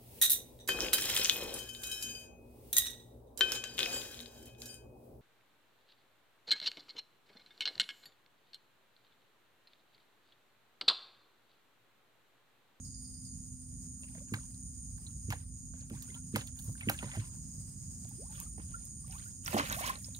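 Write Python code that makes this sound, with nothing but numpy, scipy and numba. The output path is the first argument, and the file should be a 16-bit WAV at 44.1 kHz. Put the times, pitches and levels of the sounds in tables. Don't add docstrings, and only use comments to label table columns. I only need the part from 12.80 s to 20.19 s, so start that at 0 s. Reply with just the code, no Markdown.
import sys
import numpy as np
from scipy import signal
from scipy.fft import rfft, irfft
from scipy.io import wavfile
from scipy.ndimage import uniform_filter1d, map_coordinates
from numba import njit

SR = 44100
rng = np.random.default_rng(int(sys.argv[2]) if len(sys.argv) > 2 else 0)


def master_out(mix):
    frames = np.transpose(np.atleast_2d(mix))
    ceiling = np.clip(frames, -1, 1)
    pcm = np.round(ceiling * 32767).astype(np.int16)
    wavfile.write(sys.argv[1], SR, pcm)


N = 325899
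T = np.arange(N) / SR

# start in s, level in dB, push on the lowest mode in ms, upper modes' share in dB.
HULL_THUMPS = [(1.52, -30.5, 31, -9), (2.484, -29, 23, -15), (3.11, -39, 46, -6), (3.295, -47.5, 36, -7),
               (3.538, -33, 49, -2.5), (3.882, -27.5, 12, -23.5), (4.071, -27.5, 14, -6),
               (4.228, -43.5, 12, -0.5), (4.243, -30.5, 10, -20), (4.369, -28, 36, -16),
               (4.778, -39.5, 33, -25), (5.78, -55.5, 61, 3.5), (6.742, -31.5, 7.4, 2)]
# frequency in Hz, level in dB, t60 in s.
HULL_MODES = [(105.4, -6, 0.097), (138.6, -12, 0.23), (215.3, 1, 0.11), (296.2, -5, 0.17),
              (343.6, -5.5, 0.089), (455, -13, 0.13)]
# start in s, level in dB, centre in Hz, nominal spread in octaves.
WATER_SLAPS = [(1.234, -47.5, 2540, 0.048), (1.35, -48.5, 2110, 3.34), (1.538, -31, 2150, 1.47),
               (1.635, -55, 5400, 0.19), (1.744, -56, 4200, 0.22), (2.18, -58, 1670, 1.8),
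               (2.265, -44.5, 3770, 0.096), (2.504, -30.5, 2460, 1.77), (2.524, -31, 1530, 1.5),
               (2.937, -53, 1484, 2.67), (3.008, -51.5, 4430, 0.52), (3.099, -47.5, 2660, 3.1),
               (3.222, -43.5, 4730, 0.59), (3.344, -43, 3150, 0.24), (3.552, -35.5, 2230, 0.15),
               (3.559, -25, 1400, 2.22), (3.61, -38, 3280, 0.46), (3.673, -38, 5200, 1.2),
               (3.789, -44.5, 3630, 0.33), (3.891, -55.5, 665, 1.8), (4.009, -36, 2400, 0.15),
               (4.087, -25, 2385, 0.39), (4.095, -24.5, 1520, 2.26), (4.178, -45, 3900, 0.6),
               (4.189, -34.5, 2810, 0.43), (4.226, -37.5, 1105, 1.2), (4.315, -39, 2200, 0.98),
               (4.335, -43, 2050, 0.2), (5.246, -49, 4880, 2.9), (5.553, -49, 3120, 0.18),
               (5.779, -48.5, 790, 1.92), (5.798, -47, 1530, 0.92), (6.31, -44.5, 5300, 0.14),
               (6.324, -49, 2520, 0.17), (6.678, -32, 2110, 1.5), (6.729, -32, 700, 1.4),
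               (6.742, -25, 653, 1.08), (6.746, -37, 3030, 0.21), (6.764, -26.5, 676, 0.47),
               (6.786, -25, 1350, 1.86), (6.797, -23.5, 1430, 0.75), (6.927, -30, 3700, 0.16),
               (6.945, -36, 2350, 2.6), (7.038, -45, 1140, 0.93), (7.063, -31.5, 5730, 0.28),
               (7.076, -38, 3200, 0.18), (7.244, -37, 4980, 0.035), (7.348, -42.5, 3940, 0.18)]
# start in s, nominal level in dB.
SPRAY_POPS = [(1.207, -56), (1.538, -39), (2.178, -56), (2.504, -39.5), (2.525, -43), (3.098, -51),
              (3.225, -38), (3.349, -49), (3.56, -28), (3.671, -47), (3.792, -40), (3.843, -42),
              (4.009, -51), (4.096, -19.5), (5.291, -44), (5.601, -36.5), (6.053, -46), (6.324, -48),
              (6.648, -39.5), (6.682, -36), (6.766, -38), (6.796, -43), (6.925, -32), (6.965, -33.5),
              (7.009, -45), (7.063, -41), (7.188, -46), (7.363, -42)]
# start in s, start pitch in Hz, nominal length in ms, level in dB,
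# extra upward glide 0-1.
BUBBLES_AND_TICKS = [(1.345, 636, 24, -61.5, 0), (1.378, 500, 9.6, -62, 0.09),
                     (1.405, 517, 28, -64.5, 0.42), (1.538, 3900, 2, -47, 0), (1.54, 1600, 5.4, -36, 0),
                     (2.295, 1330, 5.5, -57.5, 0), (2.503, 6500, 1.6, -40, 0), (2.527, 1690, 7.5, -36, 0),
                     (2.532, 4100, 2, -35.5, 0), (3.104, 492, 65, -63, 0.93), (3.222, 1150, 14, -61, 0),
                     (3.28, 1430, 15, -67, 0.23), (3.3, 2054, 8.4, -55, 0.11), (3.35, 1325, 37, -62, 0.06),
                     (3.567, 1260, 6.3, -38, 0), (3.578, 5100, 2.3, -46, 0), (3.594, 3620, 2.5, -49, 0),
                     (3.954, 1600, 4.7, -55, 0.078), (4.03, 2070, 15, -53, 0.5), (4.096, 3870, 2.8, -40, 0),
                     (4.098, 1530, 4, -33, 0), (4.145, 1550, 11, -53, 1), (4.205, 1320, 10, -59, .6),
                     (4.226, 626, 9.4, -46, 0), (4.236, 900, 10, -47.5, 0.74), (4.27, 715, 16, -62, 0.5),
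                     (4.282, 1460, 7.3, -55.5, .3), (4.293, 890, 11, -55, 0), (4.319, 2500, 4, -38, 0),
                     (4.337, 696, 12, -55, 0.63), (4.35, 716, 12, -55, 0.84), (4.368, 644, 13.5, -51, 0),
                     (4.436, 1240, 9.9, -57, 0.91), (5.25, 680, 8.8, -63, 0.23),
                     (5.371, 275, 85, -56.5, 0.88), (5.312, 830, 6.8, -64, 0), (5.49, 820, 41, -63, 0.1),
                     (5.579, 1170, 8, -61, 0.09), (5.61, 1160, 14, -57, 0.21), (5.66, 1250, 14, -59, 0),
                     (5.939, 1336, 18, -44, 0.28), (6.241, 1101, 12, -58, 0.45),
                     (6.293, 740, 68, -59, 0.061), (6.334, 798, 52, -55.5, 1),
                     (6.344, 2370, 14, -57.5, 0.36), (6.45, 1270, 37, -58.5, 0.78),
                     (6.661, 5730, 2.2, -29.5, 0), (6.899, 6600, 1.3, -33, 0),
                     (6.681, 1360, 6.8, -29.5, 0.41), (6.781, 268, 34, -37.5, 0.085),
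                     (6.785, 2680, 5.9, -40, 0), (6.797, 2270, 4.9, -44, 0), (6.943, 3500, 4.5, -39, 0),
                     (6.966, 612, 40, -47, .9), (6.987, 1063, 16, -36.5, 0.22),
                     (7.008, 636, 22, -38.5, 0.77), (7.03, 834, 26, -39.5, 1),
                     (7.034, 2230, 6.2, -35, 0.081), (7.076, 3100, 4.7, -45, 0.19),
                     (7.096, 1043, 17, -37.5, 0), (7.284, 554, 5.7, -58, 0.043)]
# full at s, hold in s, gurgle gain in dB, spray gain in dB.
CHURN_SLOSHES = [(1.225, .15, -74, -83), (1.481, 0.028, -77, -90), (1.545, .015, -62, -81),
                 (1.6, .1, -78.5, -82), (2.209, 0.11, -78.5, -84), (2.514, 0.0074, -56, -65),
                 (2.947, 0.072, -75, -88), (3.126, 0.23, -69.5, -79), (3.564, 0.0071, -52.5, -61),
                 (3.768, 0.15, -75, -68), (3.978, 0.092, -68, -84), (4.087, 0.038, -58.5, -62.5),
                 (4.213, .19, -62.5, -75.5), (4.439, .12, -77, -84), (5.277, 0.076, -76.5, -90),
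                 (5.514, 0.12, -65.5, -70.5), (5.809, 0.23, -73.5, -85), (6.279, 0.18, -68.5, -73),
                 (6.67, 0.1, -52, -58), (6.779, 0.0093, -39.5, -57.5), (6.85, 0.11, -52, -58.5),
                 (6.993, 0.097, -47, -55.5), (7.195, 0.17, -75, -72)]
# frequency in Hz, density in dB per Hz.
WASH_SPECTRUM = [(300, 23), (700, -3.5), (1500, 6.5), (3500, 4.5), (6500, 2.5), (12000, -4)]
# time in s, delay in ms.
LEFT_PORT_DELAY = [(0, 0.17), (4.3, 0.19), (5.3, 0.24), (6.78, 0.327), (7.39, 0.29)]
# frequency in Hz, gain in dB.
LEFT_PORT_SHADE = [(100, -2), (700, -4), (2400, -2.5), (8000, -5), (15000, -9)]
# body in Hz, body width in Hz, level in dB, blur level before that level in dB.
LOW_BUZZ_BODY = (6882, 476, -54, -1.5)
# middle in s, half length in s, gain in dB.
LOW_BUZZ_RESTS = [(0.33, 0.1, -4.5), (0.827, 0.099, -6), (1.3, 0.047, -11), (1.73, 0.042, -6),
                  (2.215, 0.035, -12), (2.65, 0.053, -16), (3.114, 0.045, -11), (3.525, 0.03, -4),
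                  (4.01, 0.038, -13), (4.457, 0.038, -12), (4.9, 0.058, -12), (5.37, .065, -8.5),
                  (5.807, 0.046, -9), (6.258, 0.044, -14), (6.702, 0.037, -10), (7.154, 0.046, -6)]
# tone in Hz, throbs per s, noise width in Hz, throb depth 0-1.
HIGH_BUZZ_TONE = (9125, 40, 186, 0.31)
# full at s, hold in s, gain in dB.
HIGH_BUZZ_PHRASES = [(0.14, 1.18, -52.5), (1.625, 1.03, -51.5), (3.363, 0.99, -50.5), (5.374, 1.04, -51),
                     (6.894, 0.53, -51.5)]
# start in s, level in dB.
FAR_CHIRPS = [(0.0478, -57.5), (0.1406, -60.5), (0.2423, -61), (0.3416, -64), (0.4499, -60.5)]
# frequency in Hz, density in dB per Hz.
CHORUS_SPECTRUM = [(400, -19.5), (1000, -26.5), (3600, -33.5), (4300, -29), (5000, -11), (5800, -21),
                   (6550, -4.5), (7400, -14.5), (8200, -5.5), (8800, -1.5), (9900, -10.5), (10400, -27.5),
                   (11500, -34), (13200, -19), (15300, -31)]
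# frequency in Hz, level in dB.
CHORUS_SINGERS = [(8570, -70), (8810, -61)]
# frequency in Hz, density in dB per Hz.
RUMBLE_SPECTRUM = [(25, -15), (40, -9.5), (52, 3.5), (75, 1.5), (100, 0.5), (190, -4.5), (260, -13.5),
                   (310, -22.5), (420, -36), (700, -69)]
# time in s, level in dB.
HUM_LEVEL = [(0, -60.5), (4.6, -60.5), (6.2, -69.5), (7.39, -64)]

SCATTER_MS, POP_HZ = 8, 11660
DRIFT_OCT_PER_S, CLIMB_OCT_PER_S, CLIMB_REF_HZ = 1.9, 17, 630
SWELL_DB_PER_S, SETTLE_DB_PER_S = 650.5, 215
CALM_DB, CALM_SPRAY_DB = -94, -101
FOREST_T60_S, FOREST_DB, WATER_DB = 0.16, -14.5, 3.5
CLICKS_PER_S = 122.8
PHRASE_IN_DB_PER_S, PHRASE_OUT_DB_PER_S, BETWEEN_PHRASES_DB = 47, 67, -70.5
CHORUS_DB, RUMBLE_DB = -57.0, -47.5
HUM_HZ, TOP_HZ = 250, 15700


def thumps():
    rows = []
    lowest_hz = HULL_MODES[0][0]
    for s, db, push_ms, upper_db in HULL_THUMPS:
        for k, (hz, mode_db, t60_s) in enumerate(HULL_MODES):
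            hold_s = push_ms / 1000 * (lowest_hz / hz) ** 1.9
            size = undb(db + mode_db + upper_db * (k > 1))
            rows.append((s - 0.005, hz, 0.0, 0.008, hold_s, t60_s, size))
    return rings(np.array(rows), N)


def slaps():
    s, db = np.transpose(SPRAY_POPS)[:, :, None]
    pops = burst(s, db + 9.5, POP_HZ, 1.0, 2.9, cycles=14.4, count=10)
    s, db, hz, octs = np.transpose(WATER_SLAPS)[:, :, None]
    spatter = burst(s, db - 20.0, hz, 2.736, 2.5 * SCATTER_MS, cycles=53.0, count=28)
    strikes = burst(s, db, hz, octs, SCATTER_MS, cycles=4 + 3.1 / (octs + 0.041), count=20)
    return strikes + spatter + pops


def bubbles_and_ticks():
    s, hz, ms, db, climb = np.transpose(BUBBLES_AND_TICKS)
    length_s = ms / 1000
    glide = DRIFT_OCT_PER_S + climb * CLIMB_OCT_PER_S * (CLIMB_REF_HZ / hz) ** 0.24
    rows = np.stack([s, hz, glide, 0.1 * length_s, 0.5 * length_s, 2.5 * length_s, undb(db)], axis=1)
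    return rings(rows, N) * (1 + 0.7 * walk(250))


def wash(count=4500):
    s, hold, body_db, spray_db = np.transpose(CHURN_SLOSHES)
    body = swells(s, hold, body_db, SWELL_DB_PER_S, SETTLE_DB_PER_S, CALM_DB)
    spray = swells(s, hold, spray_db, SWELL_DB_PER_S, SETTLE_DB_PER_S, CALM_SPRAY_DB)
    u = rng.random((count, 4)).T
    crowd = np.sqrt(body) / np.mean(np.sqrt(body))
    start_s = np.interp(u[0], np.cumsum(crowd) / N, T)
    hz = 520 * 2 ** (4.2 * u[1] ** 0.8)
    cycles = 14 + 50 * u[2] ** 2
    size = undb(-2.2 * np.log(1 - u[3]))
    rows = np.stack([start_s, hz, 0.45 * hz / cycles, 3.0 / hz, 0 * hz, cycles / hz, size], axis=1)
    gurgle = level(colour(rings(rows, N) / np.sqrt(crowd), WASH_SPECTRUM), 0.12)
    hiss = level(colour(rng.standard_normal(N), WASH_SPECTRUM), -10)
    mist = level(band(rng.standard_normal(N), 11000, 8000), 3) * undb(7 * walk(150))
    return body * undb(5.4 * walk(40)) * (gurgle + hiss) + spray * mist


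def water():
    near = thumps() + slaps() + bubbles_and_ticks() + wash()
    lag_ms, = curve(LEFT_PORT_DELAY)
    left = map_coordinates(colour(near, LEFT_PORT_SHADE), [np.arange(N) - lag_ms * SR / 1000], order=3)
    along = np.array([colour(wash(), LEFT_PORT_SHADE), wash()])
    along = colour(along, [(800, -13.0), (2500, -0.5), (5000, 4), (12000, -1)])
    t = T[:SR // 2]
    tail = rng.standard_normal((2, len(t))) * 1000 ** (-t / FOREST_T60_S)
    tail *= undb(FOREST_DB) / np.sqrt(np.sum(tail ** 2, axis=1, keepdims=True))
    far = signal.sosfilt(signal.butter(1, 500, "high", fs=SR, output="sos"), near)
    echo = signal.fftconvolve(far[None], tail, axes=1)[:, :N]
    return undb(WATER_DB) * (np.array([left, near]) + along + echo)


def low_buzzer():
    hz, width_hz, db, blur_db = LOW_BUZZ_BODY
    phase = np.cumsum(CLICKS_PER_S * (1 + 0.003 * walk(6))) / SR
    clicks = np.diff(np.floor(phase), prepend=0) * undb(0.71 * walk(65))
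    gate = 0.5 + np.exp(-(phase % 1) / 3.5)
    clear = level(band(band(clicks, hz, width_hz), hz, width_hz), -3.8)
    rests_db = sum(rest_db * np.exp(-((T - s) / half_s) ** 2) for s, half_s, rest_db in LOW_BUZZ_RESTS)
    effort = undb(db + rests_db)
    ports = []
    for k in range(2):
        blur = level(band(gate * rng.standard_normal(N), hz - 200, 1.08 * width_hz), blur_db)
        ports.append(effort * (np.roll(clear, 5 * k) + blur))
    return ports


def high_buzzer():
    hz, throbs_per_s, width_hz, depth = HIGH_BUZZ_TONE
    throb_turns = np.cumsum(throbs_per_s * (1 + 0.043 * walk(23.47))) / SR
    throb = 1 + depth * np.cos(2 * np.pi * throb_turns)
    tone = np.sqrt(2) * np.sin(2 * np.pi * np.cumsum(hz + 30 * walk(30)) / SR)
    phrases = swells(*np.transpose(HIGH_BUZZ_PHRASES), PHRASE_IN_DB_PER_S, PHRASE_OUT_DB_PER_S,
                     BETWEEN_PHRASES_DB)
    effort = phrases * undb(2 * walk(19))
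    ports = []
    for _ in range(2):
        blur = level(band(rng.standard_normal(N), hz, width_hz), -8.0)
        ports.append(effort * throb * (undb(-7.5) * tone + blur))
    return ports


def chirps():
    rows = [(s, 5650, -17.0, 0.003, 0.004, 0.03, undb(db)) for s, db in FAR_CHIRPS]
    clear = rings(np.array(rows), N)
    gate = sum(undb(db) * (T >= s) * 1000 ** (-np.clip(T - s, 0, 2) / 0.57) for s, db in FAR_CHIRPS)
    return [clear + gate * level(band(rng.standard_normal(N), 4870, 420), 0) for _ in range(2)]


def forest():
    chorus = level(colour(rng.standard_normal((2, N)), CHORUS_SPECTRUM), CHORUS_DB)
    chorus = chorus * undb(2.3 * walk(1.63) + 2 * walk(50))
    singers = sum(level(band(rng.standard_normal((2, N)), hz, 80), db) * undb(1.4 * walk(3.04))
                  for hz, db in CHORUS_SINGERS)
    return (chorus + singers + low_buzzer() + high_buzzer() + chirps()) * undb([[-1.5], [1.5]])


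def rumble():
    mid, side = (colour(rng.standard_normal(N), RUMBLE_SPECTRUM) for _ in range(2))
    swell = [undb(0.15 * walk(3.6) + 2 * walk(8)) for _ in range(2)]
    deep = signal.sosfiltfilt(signal.butter(2, 130, fs=SR, output="sos"), mid)
    mid = deep * swell[0] + (mid - deep) * swell[1]
    noise = level(mid + undb(-12.5) * side * np.array([[1], [-1]]), RUMBLE_DB)
    hum_db, = curve(HUM_LEVEL)
    hum_tone = np.sqrt(2) * np.sin(2 * np.pi * np.cumsum(HUM_HZ + 2.47 * walk(1.6)) / SR)
    hum = undb(hum_db + 2 * walk(2.21)) * hum_tone
    return (noise + hum) * undb([[-1.1], [1.1]])


def burst(s, db, hz, octs, ms, cycles, count):
    late, off, weak = rng.random((len(s), 3, count)).transpose(1, 0, 2)
    order = np.arange(count) / count
    late = -np.log(1 - late) * order
    off = (order * count * (np.sqrt(5) - 1) / 2 + off / 4) % 1
    pitch = np.clip(hz * 2 ** (1.66 * octs * (off - 0.5) * (order > 0)), 300, 15000)
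    size_db = db - 6.0 - 1.17 * late - 9.3 * weak + 8.6 * (order == 0)
    size = undb(size_db) * (pitch / hz) ** 0.25
    start_s = s + late * ms / 1000
    rows = np.stack([start_s, pitch, pitch / 80, 2.2 / pitch, 0 * pitch, cycles / pitch, size], axis=-1)
    return rings(rows.reshape(-1, 7), N)


@njit
def rings(rows, out):
    y = np.zeros(out)
    for s, hz, glide, rise, hold, t60, size in rows:
        z, turn = 1 + 0j, 2 * np.pi * hz / SR
        for i in range(int((rise + hold + .8 * t60) * SR)):
            t = i / SR
            bend = 2 ** (glide * min(t, rise + hold + .4 * t60))
            z *= np.exp(1j * min(turn * bend, 2.8))
            swing_in = np.sin(np.pi / 2 * min(t / rise, 1.)) ** 2
            fade = swing_in * 1000 ** (-max(t - rise - hold, 0.) / t60)
            y[min(int(s * SR) + i, out - 1)] += size * fade * z.imag
    return y


def swells(s, hold, db, rise_db, fall_db, rest_db):
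    t = T[::64, None]
    each = undb(db - rise_db * np.clip(s - t, 0, None) - fall_db * np.clip(t - s - hold, 0, None))
    total = np.sqrt(np.sum(each ** 2, axis=1) + undb(rest_db) ** 2)
    return np.interp(T, t[:, 0], total)


def walk(rate):
    k = int(SR / rate)
    steps = np.repeat(rng.standard_normal(N // k + 1), k)
    return uniform_filter1d(uniform_filter1d(steps, k), k)[:N]


def colour(x, points):
    hz, db = np.transpose(points)
    axis = np.arange(N // 2 + 1) * SR / N + 1
    return irfft(rfft(x) * undb(np.interp(np.log(axis), np.log(hz), db)), N)


def band(x, hz, width_hz):
    edges_hz = [hz - width_hz / 2, hz + width_hz / 2]
    return signal.sosfilt(signal.butter(2, edges_hz, "band", fs=SR, output="sos"), x)


def curve(rows):
    s, *columns = np.transpose(rows)
    return [np.interp(T, s, c) for c in columns]


def level(x, db):
    return x * undb(db) / np.sqrt(np.mean(x ** 2))


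def undb(db):
    return 10 ** (np.asarray(db) / 20)


def scene():
    return water() + forest() + rumble()


def record(dry):
    dry = signal.sosfilt(signal.butter(2, 40, "high", fs=SR, output="sos"), dry)
    return signal.sosfilt(signal.ellip(10, 0.2, 80, TOP_HZ, fs=SR, output="sos"), dry)


dry = scene()
out = record(dry)
master_out(out)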